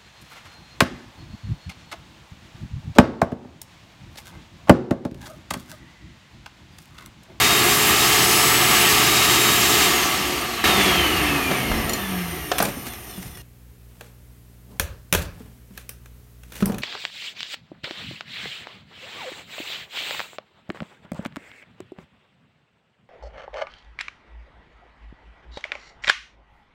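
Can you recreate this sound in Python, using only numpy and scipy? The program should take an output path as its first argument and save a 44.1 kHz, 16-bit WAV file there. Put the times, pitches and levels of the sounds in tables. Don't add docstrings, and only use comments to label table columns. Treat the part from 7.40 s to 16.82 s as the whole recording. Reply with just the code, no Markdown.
import sys
import numpy as np
from scipy import signal
from scipy.fft import rfft, irfft
from scipy.io import wavfile

SR = 44100
rng = np.random.default_rng(int(sys.argv[2]) if len(sys.argv) > 2 else 0)


def to_wav(sig):
    pcm = np.clip(np.atleast_2d(sig), -1, 1) * 32767
    pcm = np.round(pcm).astype(np.int16)
    wavfile.write(sys.argv[1], SR, pcm.T)


N = 415422
TIME_S = np.arange(N) / SR
BIN_HZ = np.maximum(np.arange(N // 2 + 1) * SR / N, 1)
CUTOFF_HZ = 15900
MAINS_HZ = 60
OFF_S, STEP_S, STOP_S = 2.444, 3.24, 6.02
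START_TURNS_PER_S, FULL_TURNS_PER_S, CHOKED_TURNS_PER_S = 414, 418, 435.5


def from_db(db):
    return 10 ** (np.asarray(db) / 20)


def rms_one(x):
    return x / np.sqrt(np.mean(x ** 2) + 1e-20)


def at_hz(points, hz):
    point_hz, point_db = np.array(points)[:, :2].T
    return np.interp(np.log(hz), np.log(point_hz), point_db)


def bell(hz, centre_hz, width_hz):
    return 1 / (1 + (2 * (hz - centre_hz) / width_hz) ** 2)


def noise(spectrum, modes=()):
    lift_db = sum(lift * bell(BIN_HZ, hz, width) for hz, width, lift in modes)
    white = rfft(rng.standard_normal(N))
    return rms_one(irfft(white * from_db(at_hz(spectrum, BIN_HZ) + lift_db), N))


def split(x, centres_hz):
    whole = rfft(x)
    shares = np.eye(len(centres_hz))
    return [irfft(whole * np.interp(np.log(BIN_HZ), np.log(centres_hz), share), N) for share in shares]


def drift(rate_hz):
    return rms_one(irfft(rfft(rng.standard_normal(N)) / (1 + (BIN_HZ / rate_hz) ** 2), N))


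# f/Hz, t60/s, relative level/dB
WORKSHOP_ECHO = [(81.4, 0.58, 4), (254, 0.64, -5), (700, 0.31, -5), (2000, 0.61, -6), (5870, 0.13, -4),
                 (13900, 0.2, -6)]


def workshop(x):
    age_s = TIME_S[:SR]
    bands = split(rng.standard_normal(N), [row[0] for row in WORKSHOP_ECHO])
    tail = 0
    for band, (_, t60_s, db) in zip(bands, WORKSHOP_ECHO):
        unit_energy = np.sqrt(2 * np.log(1000) / (t60_s * SR))
        tail = tail + band[:SR] * from_db(db - 60 * age_s / t60_s) * unit_energy
    return signal.fftconvolve(x, tail * (age_s > .004))[:N]


def settle(start_s, lag_s=.19):
    return 1 - np.exp(-np.maximum(TIME_S - start_s, 0) / lag_s)


def shaft(choke):
    running = START_TURNS_PER_S + (FULL_TURNS_PER_S - START_TURNS_PER_S) * settle(0)
    running = running + (CHOKED_TURNS_PER_S - FULL_TURNS_PER_S) * choke
    speed_shares = np.linspace(1, 0, 2000)
    loss = 33.6 + 436 * speed_shares ** 2.12
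    reached_s = OFF_S + np.cumsum(FULL_TURNS_PER_S / len(speed_shares) / loss)
    return running * np.interp(TIME_S, reached_s, speed_shares)


# gain/dB, choked change/dB, coasting change/dB, speed under which it dies/(turns/s)
AIR_VOICE = (-16.5, -0.43, 3.5, 37.5)
WHINE_VOICE = (7.5, -1.5, -5, 129)
BRUSH_VOICE = (0.5, 0.5, -3.5, 37.5)


def voice_db(voice, turns, choke):
    gain_db, choked_db, coasting_db, dying_turns_per_s = voice
    coasting = np.clip((1 - turns / FULL_TURNS_PER_S) / (1 - 0.4), 0, 1)
    dying_db = 20 * np.log10(1 + (dying_turns_per_s / turns) ** 5)
    return gain_db + choked_db * choke + coasting_db * coasting - dying_db


# f/Hz, relative density/(dB per Hz)
AIR_SPECTRUM = [(25, -27), (45, -17.5), (70, -0.5), (100, -8), (160, 1), (520, -11.5), (1000, -14),
                (2500, -1.5), (4000, -6), (8000, -9), (10700, -13.5), (12000, -8.5), (15600, -15.5)]
# f/Hz, width/Hz, lift/dB
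DRUM_MODES = [(170.4, 12, -4), (300.8, 16, 8), (360, 42, 12), (424, 39, 6.5), (723, 130, 11.5),
              (914, 243, 7.5), (1169, 220, 13.5), (1317, 43, 7.5), (1685, 155, 6), (1842, 19, 10),
              (2080, 200, 4.5), (2830, 210, 3.5), (3120, 75, 5.5), (4400, 51, 6.5), (6600, 170, 4)]
# f/Hz, exponent of speed for amplitude
AIR_FADE = [(60, 1.18), (150, 2.24), (400, 1.77), (1100, 2.19), (2600, 2.34), (5000, 2.92), (12000, 3.8)]


def air(speed, gain_db, flutter_db):
    centres_hz, powers = np.transpose(AIR_FADE)
    out = 0
    for band, power in zip(split(noise(AIR_SPECTRUM, DRUM_MODES), centres_hz), powers):
        out = out + band * speed ** power * from_db(flutter_db * drift(11))
    return from_db(gain_db) * out


# multiple of shaft speed, relative level/dB, exponent of speed
SHAFT_ORDERS = [(1, -43, .7), (2, -48, .7), (3, -47, 1.2), (9, -37.5, 9), (12, -42, 5), (18, -42, .6),
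                (24, -44.5, 9), (36, -51, 8)]
# f/Hz, width/Hz, lift/dB
DUCT_MODES = [(1750, 300, 6), (2300, 700, 7.5), (3200, 600, 5), (3760, 200, 2), (4700, 900, -3),
              (6550, 900, 6), (7850, 200, 6), (10420, 250, 5)]
BLADES, BLADE_CHOKE_DB = 9, -16


def whine(angle, speed, choke, waver):
    out = 0
    for multiple, db, power in SHAFT_ORDERS:
        tone_hz = multiple * speed * FULL_TURNS_PER_S
        lift_db = sum(lift * bell(tone_hz, hz, width) for hz, width, lift in DUCT_MODES)
        lift_db = lift_db + BLADE_CHOKE_DB * choke * (multiple == BLADES)
        tone = (1 + waver * drift(21)) * np.sin(multiple * angle)
        tone = tone + waver * drift(25) * np.cos(multiple * angle)
        out = out + np.sqrt(2) * from_db(db + lift_db) * speed ** power * tone
    return out


# f/Hz, width/Hz, relative level/dB
HOUSING_MODES = [(1950, 300, 3), (2850, 250, 2), (3490, 170, 6), (4150, 400, -2), (5350, 600, -1),
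                 (6100, 300, -4), (9080, 280, 5), (11900, 300, -1), (13200, 300, 3), (13800, 500, -3)]
# f/Hz, relative density/(dB per Hz)
BRUSH_SPECTRUM = [(300, -4.5), (1500, -24), (3000, -1), (4700, -5.5), (6000, 4.5), (7800, -7), (9100, 6.5),
                  (10600, 1.5), (12000, 9), (13500, 3.5), (15600, -5.5)]


def brushes(angle, turns, sing_db, hiss_db, power, bars=12):
    singing, coarse_turns = 0, turns[::64]
    for k in range(1, 28):
        hz = k * bars * coarse_turns
        response = sum(from_db(db) ** 2 * bell(hz, centre, width) ** 2
                       for centre, width, db in HOUSING_MODES)
        gain = np.interp(TIME_S, TIME_S[::64], np.sqrt(response) * (hz < CUTOFF_HZ))
        singing = singing + gain * np.sin(k * bars * angle + rng.uniform(0, 2 * np.pi))
    scratchy = singing * (1 + .5 * drift(60))
    hiss = from_db(hiss_db) * noise(BRUSH_SPECTRUM)
    return (turns / FULL_TURNS_PER_S) ** power * (from_db(sing_db) * scratchy + hiss)


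# f/Hz, width/Hz, relative level/dB
BOOM_MODES = [(182, 22, -37.5), (230, 15, -44), (290, 39, -39.5), (351, 49, -45)]
BOOM_MULTIPLES = (1, 2, 4)
BOOM_DRIVE_DB = (-15, 0.5, -16.5)


def drum_boom(angle, turns):
    return sum(from_db(db + drive_db) * bell(k * turns, hz, width) * np.sin(k * angle)
               for hz, width, db in BOOM_MODES for k, drive_db in zip(BOOM_MULTIPLES, BOOM_DRIVE_DB))


def vacuum():
    choke = settle(.58) - settle(1.38)
    turns = shaft(choke)
    speed = turns / FULL_TURNS_PER_S
    angle = 2 * np.pi * np.cumsum(turns * (1 + .0008 * drift(20))) / SR
    powered = np.clip((OFF_S - TIME_S) * 20, 0, 1)
    buzz = from_db(-33.5) * np.sin(2 * np.pi * 2 * MAINS_HZ * TIME_S) * powered
    fan = from_db(voice_db(WHINE_VOICE, turns, choke)) * whine(angle, speed, choke, waver=0.22)
    brush = brushes(angle, turns, sing_db=-40, hiss_db=-33.5, power=0.96)
    motor = fan + from_db(voice_db(BRUSH_VOICE, turns, choke)) * brush
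    motor = .85 * motor + .75 * workshop(motor)
    rush = air(speed, voice_db(AIR_VOICE, turns, choke), flutter_db=1.0)
    out = motor + buzz + drum_boom(angle, turns) + rush
    step_db = 12.22 * (TIME_S > STEP_S)
    return out * from_db(step_db) * (TIME_S < STOP_S)


# multiple of mains frequency, level/dB
MAINS_HUM = [(1, -51), (2, -52.5), (3, -63), (4, -64.5), (5, -72), (7, -74)]
# f/Hz, relative density/(dB per Hz)
ROOM_SPECTRUM = [(25, -22.5), (55, 11), (90, 2.5), (200, -7), (400, -9), (800, -18), (2000, -20),
                 (5000, -25), (9000, -24), (10500, -23.5), (12500, -20.5), (15600, -23)]


def background(floor_db):
    hum = sum(np.sqrt(2) * from_db(db) * np.cos(2 * np.pi * multiple * MAINS_HZ * TIME_S)
              for multiple, db in MAINS_HUM)
    return hum + from_db(floor_db) * noise(ROOM_SPECTRUM)


# centre t/s, length/s, rustle level/dB, rumble level/dB
SWELLS = [(3.9, 0.92, -51, -38), (4.393, 0.37, -48, -30), (5.251, 0.1, -30.5, -29),
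          (5.473, 0.03, -32.5, -37), (5.787, 0.26, -45.5, -49), (6.6, 0.32, -62, -65),
          (7.334, 0.1, -60.5, -49), (7.797, 0.078, -34.5, -41), (8.014, 0.27, -59.5, -55),
          (8.38, 0.085, -51.5, -61), (9.187, 0.16, -45.5, -53), (9.3, 0.12, -50, -30.5)]
# f/Hz, relative density/(dB per Hz)
RUSTLE_SPECTRUM = [(200, -25.5), (800, -8.5), (2200, -3), (5000, -10), (13000, -10), (16000, -15)]
# f/Hz, relative density/(dB per Hz)
RUMBLE_SPECTRUM = [(25, -30), (40, -10.5), (90, -23), (200, -5), (400, -15), (1000, -21), (4000, -69)]


def rubs_and_rattles(grain_db):
    rustle = rms_one(noise(RUSTLE_SPECTRUM) * from_db(grain_db * drift(70)))
    rumble = noise(RUMBLE_SPECTRUM)
    out = np.zeros(N)
    for centre_s, length_s, rustle_db, rumble_db in SWELLS:
        swell = np.exp(-(2 * (TIME_S - centre_s) / length_s) ** 2)
        out += swell * (from_db(rustle_db) * rustle + from_db(rumble_db) * rumble)
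    return out


# t/s, strength/dB, thud f/Hz, hardness/(dB per band)
KNOCK_BLOWS = [(4.113, -13, 188, -10), (4.315, -17, 62, -18), (5.116, -9.5, 734, -4),
               (5.202, -10.5, 664, -7.5), (5.224, -13.5, 818, -16), (6.609, -32, 460, -0.3),
               (7.397, -14, 85.5, 2), (7.726, -9.5, 156, 1.3), (7.737, -17, 158, 2.5),
               (7.749, -10.5, 90.5, -0.2)]
# t/s, strength/dB, thud f/Hz
LOW_THUMPS = [(4.292, -19, 52), (5.203, -20, 190), (5.369, -24, 273), (5.777, -26, 187), (5.856, -27, 114),
              (8.005, -31, 238), (8.307, -37.5, 197), (9.224, -8, 200), (9.296, -18, 230)]
# t/s, strength/dB, hardness/(dB per band)
LIGHT_CLICKS = [(4.495, -27, 2.5), (4.534, -30, 4), (5.183, -13, 0), (5.189, -20, 1.5), (5.226, -31.5, 6.5),
                (5.535, -28, -1), (5.972, -34, -0.5), (8.376, -29, -0.2), (8.492, -34, 3.5),
                (8.658, -41, -.5), (9.034, -41.5, -0.5), (9.121, -32, -1), (9.205, -25, -3.5),
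                (9.257, -32.5, 5), (9.32, -26, -3.5), (9.344, -27.5, -3), (9.383, -26, -0.5)]
# thud/dB, body/dB, crack/dB, tick/dB, sparkle/dB
THUMP_COLOUR_DB = (2, -12.5, -20, -23, -26)
KNOCK_COLOUR_DB = (-4, -0.5, 1.5, 2, -2)
CLICK_COLOUR_DB = (-19, -5, 1.5, 3.5, 1.5)
GRIP_S, GRIP_END_S, CRACKLE_DB, CRACKLE_SPREAD_DB = 9.125, 9.2, -39, 4


def blows(click_thud_hz, crackle_count=6):
    crackle = [(GRIP_S + (GRIP_END_S - GRIP_S) * when, CRACKLE_DB + CRACKLE_SPREAD_DB * (2 * size - 1), 0)
               for when, size in rng.random((crackle_count, 2))]
    steps = np.maximum(np.arange(len(KNOCK_COLOUR_DB)) - 1, 0)
    thumps = [(s, hz, db + np.array(THUMP_COLOUR_DB)) for s, db, hz in LOW_THUMPS]
    knocked = [(s, hz, db + np.array(KNOCK_COLOUR_DB) + hardness * steps)
               for s, db, hz, hardness in KNOCK_BLOWS]
    clicks = [(s, click_thud_hz, db + np.array(CLICK_COLOUR_DB) + hardness * steps)
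              for s, db, hardness in list(LIGHT_CLICKS) + crackle]
    return thumps + knocked + clicks


# low f/Hz, high f/Hz, t60/s, room echo/dB, echo t60/s
BLOW_BANDS = [(290, 1640, 0.038, -18, 0.44), (1170, 4020, 0.027, -18.5, 0.31),
              (4350, 8070, 0.017, -18.5, 0.23), (9400, 14300, 0.017, -19, 0.2)]
# f/Hz, width/Hz, lift/dB
STRUCK_MODES = [(364, 45, 6.5), (460, 40, 9.5), (570, 89, 12), (1220, 540, 6.5), (1660, 360, 8),
                (2530, 340, 6.5), (5760, 2900, 14.5), (12000, 5300, -7.5)]
# ratio to its pitch, relative level/dB
THUD_OVERTONE = (1.8, -10)
SPIKE_DB = -3.5


def knocks(thud_t60_s, rise_s, contact_s):
    bursts, thuds = np.zeros(N + SR), np.zeros(N + SR)
    age_s = TIME_S[:SR // 2]
    ringing = noise([(1, 0), (SR, 0)], STRUCK_MODES)
    impulse = 1. * (age_s == 0) + 1e-18
    bands, spikes, shapes = [], [], []
    for low_hz, high_hz, t60_s, echo_db, echo_t60_s in BLOW_BANDS:
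        sos = signal.butter(2, [low_hz, high_hz], "band", fs=SR, output="sos")
        bands.append(rms_one(signal.sosfilt(sos, ringing)))
        spike = signal.sosfilt(sos, impulse)
        spikes.append(from_db(SPIKE_DB) * spike / np.abs(spike).max())
        decay = np.hypot(from_db(-60 * age_s / t60_s), from_db(echo_db - 60 * age_s / echo_t60_s))
        shapes.append(decay * (1 - np.exp(-age_s / contact_s)))
    ratio, overtone_db = THUD_OVERTONE
    for s, thud_hz, (thud_db, *levels_db) in blows(click_thud_hz=190):
        start, pick = round(s * SR), rng.integers(0, N - len(age_s))
        span = slice(start, start + len(age_s))
        phase = 2 * np.pi * thud_hz * age_s
        modes = np.sin(phase) + from_db(overtone_db) * np.sin(ratio * phase)
        thuds[span] += from_db(thud_db - 60 * age_s / thud_t60_s) * modes * (1 - np.exp(-age_s / rise_s))
        for db, spike, shape, band in zip(levels_db, spikes, shapes, bands):
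            bursts[span] += from_db(db) * (spike + shape * band[pick:pick + len(age_s)])
    return bursts[:N] + thuds[:N] + workshop(thuds[:N])


# t/s, strength/dB
STEEL_CLINKS = [(4.494, -22), (4.534, -19)]
# f/Hz, relative level/dB, t60/s
STEEL_MODES = [(4280, -13, 0.1), (4300, -11, 0.083), (4660, -13, 0.091), (5750, -5, 0.048),
               (7020, -2, 0.043)]


def clinks():
    out = np.zeros(N)
    for s, db in STEEL_CLINKS:
        age_s = np.clip(TIME_S - s, 0, 1)
        for hz, mode_db, t60_s in STEEL_MODES:
            out += from_db(db + mode_db - 60 * age_s / t60_s) * np.sin(2 * np.pi * hz * age_s)
    return out


def scene():
    handling = rubs_and_rattles(grain_db=4.0) + clinks()
    struck = knocks(thud_t60_s=0.06, rise_s=0.00089, contact_s=0.00062)
    mono = vacuum() + background(floor_db=-52.5) + struck + handling + workshop(handling)
    return np.array([mono, mono])


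def record(dry):
    thin = signal.sosfilt(signal.butter(4, 33, "high", fs=SR, output="sos"), dry)
    top_cut = signal.cheby1(14, .2, CUTOFF_HZ, fs=SR, output="sos")
    return signal.sosfilt(top_cut, np.clip(thin, -1, 1))


dry = scene()
out = record(dry)
to_wav(out)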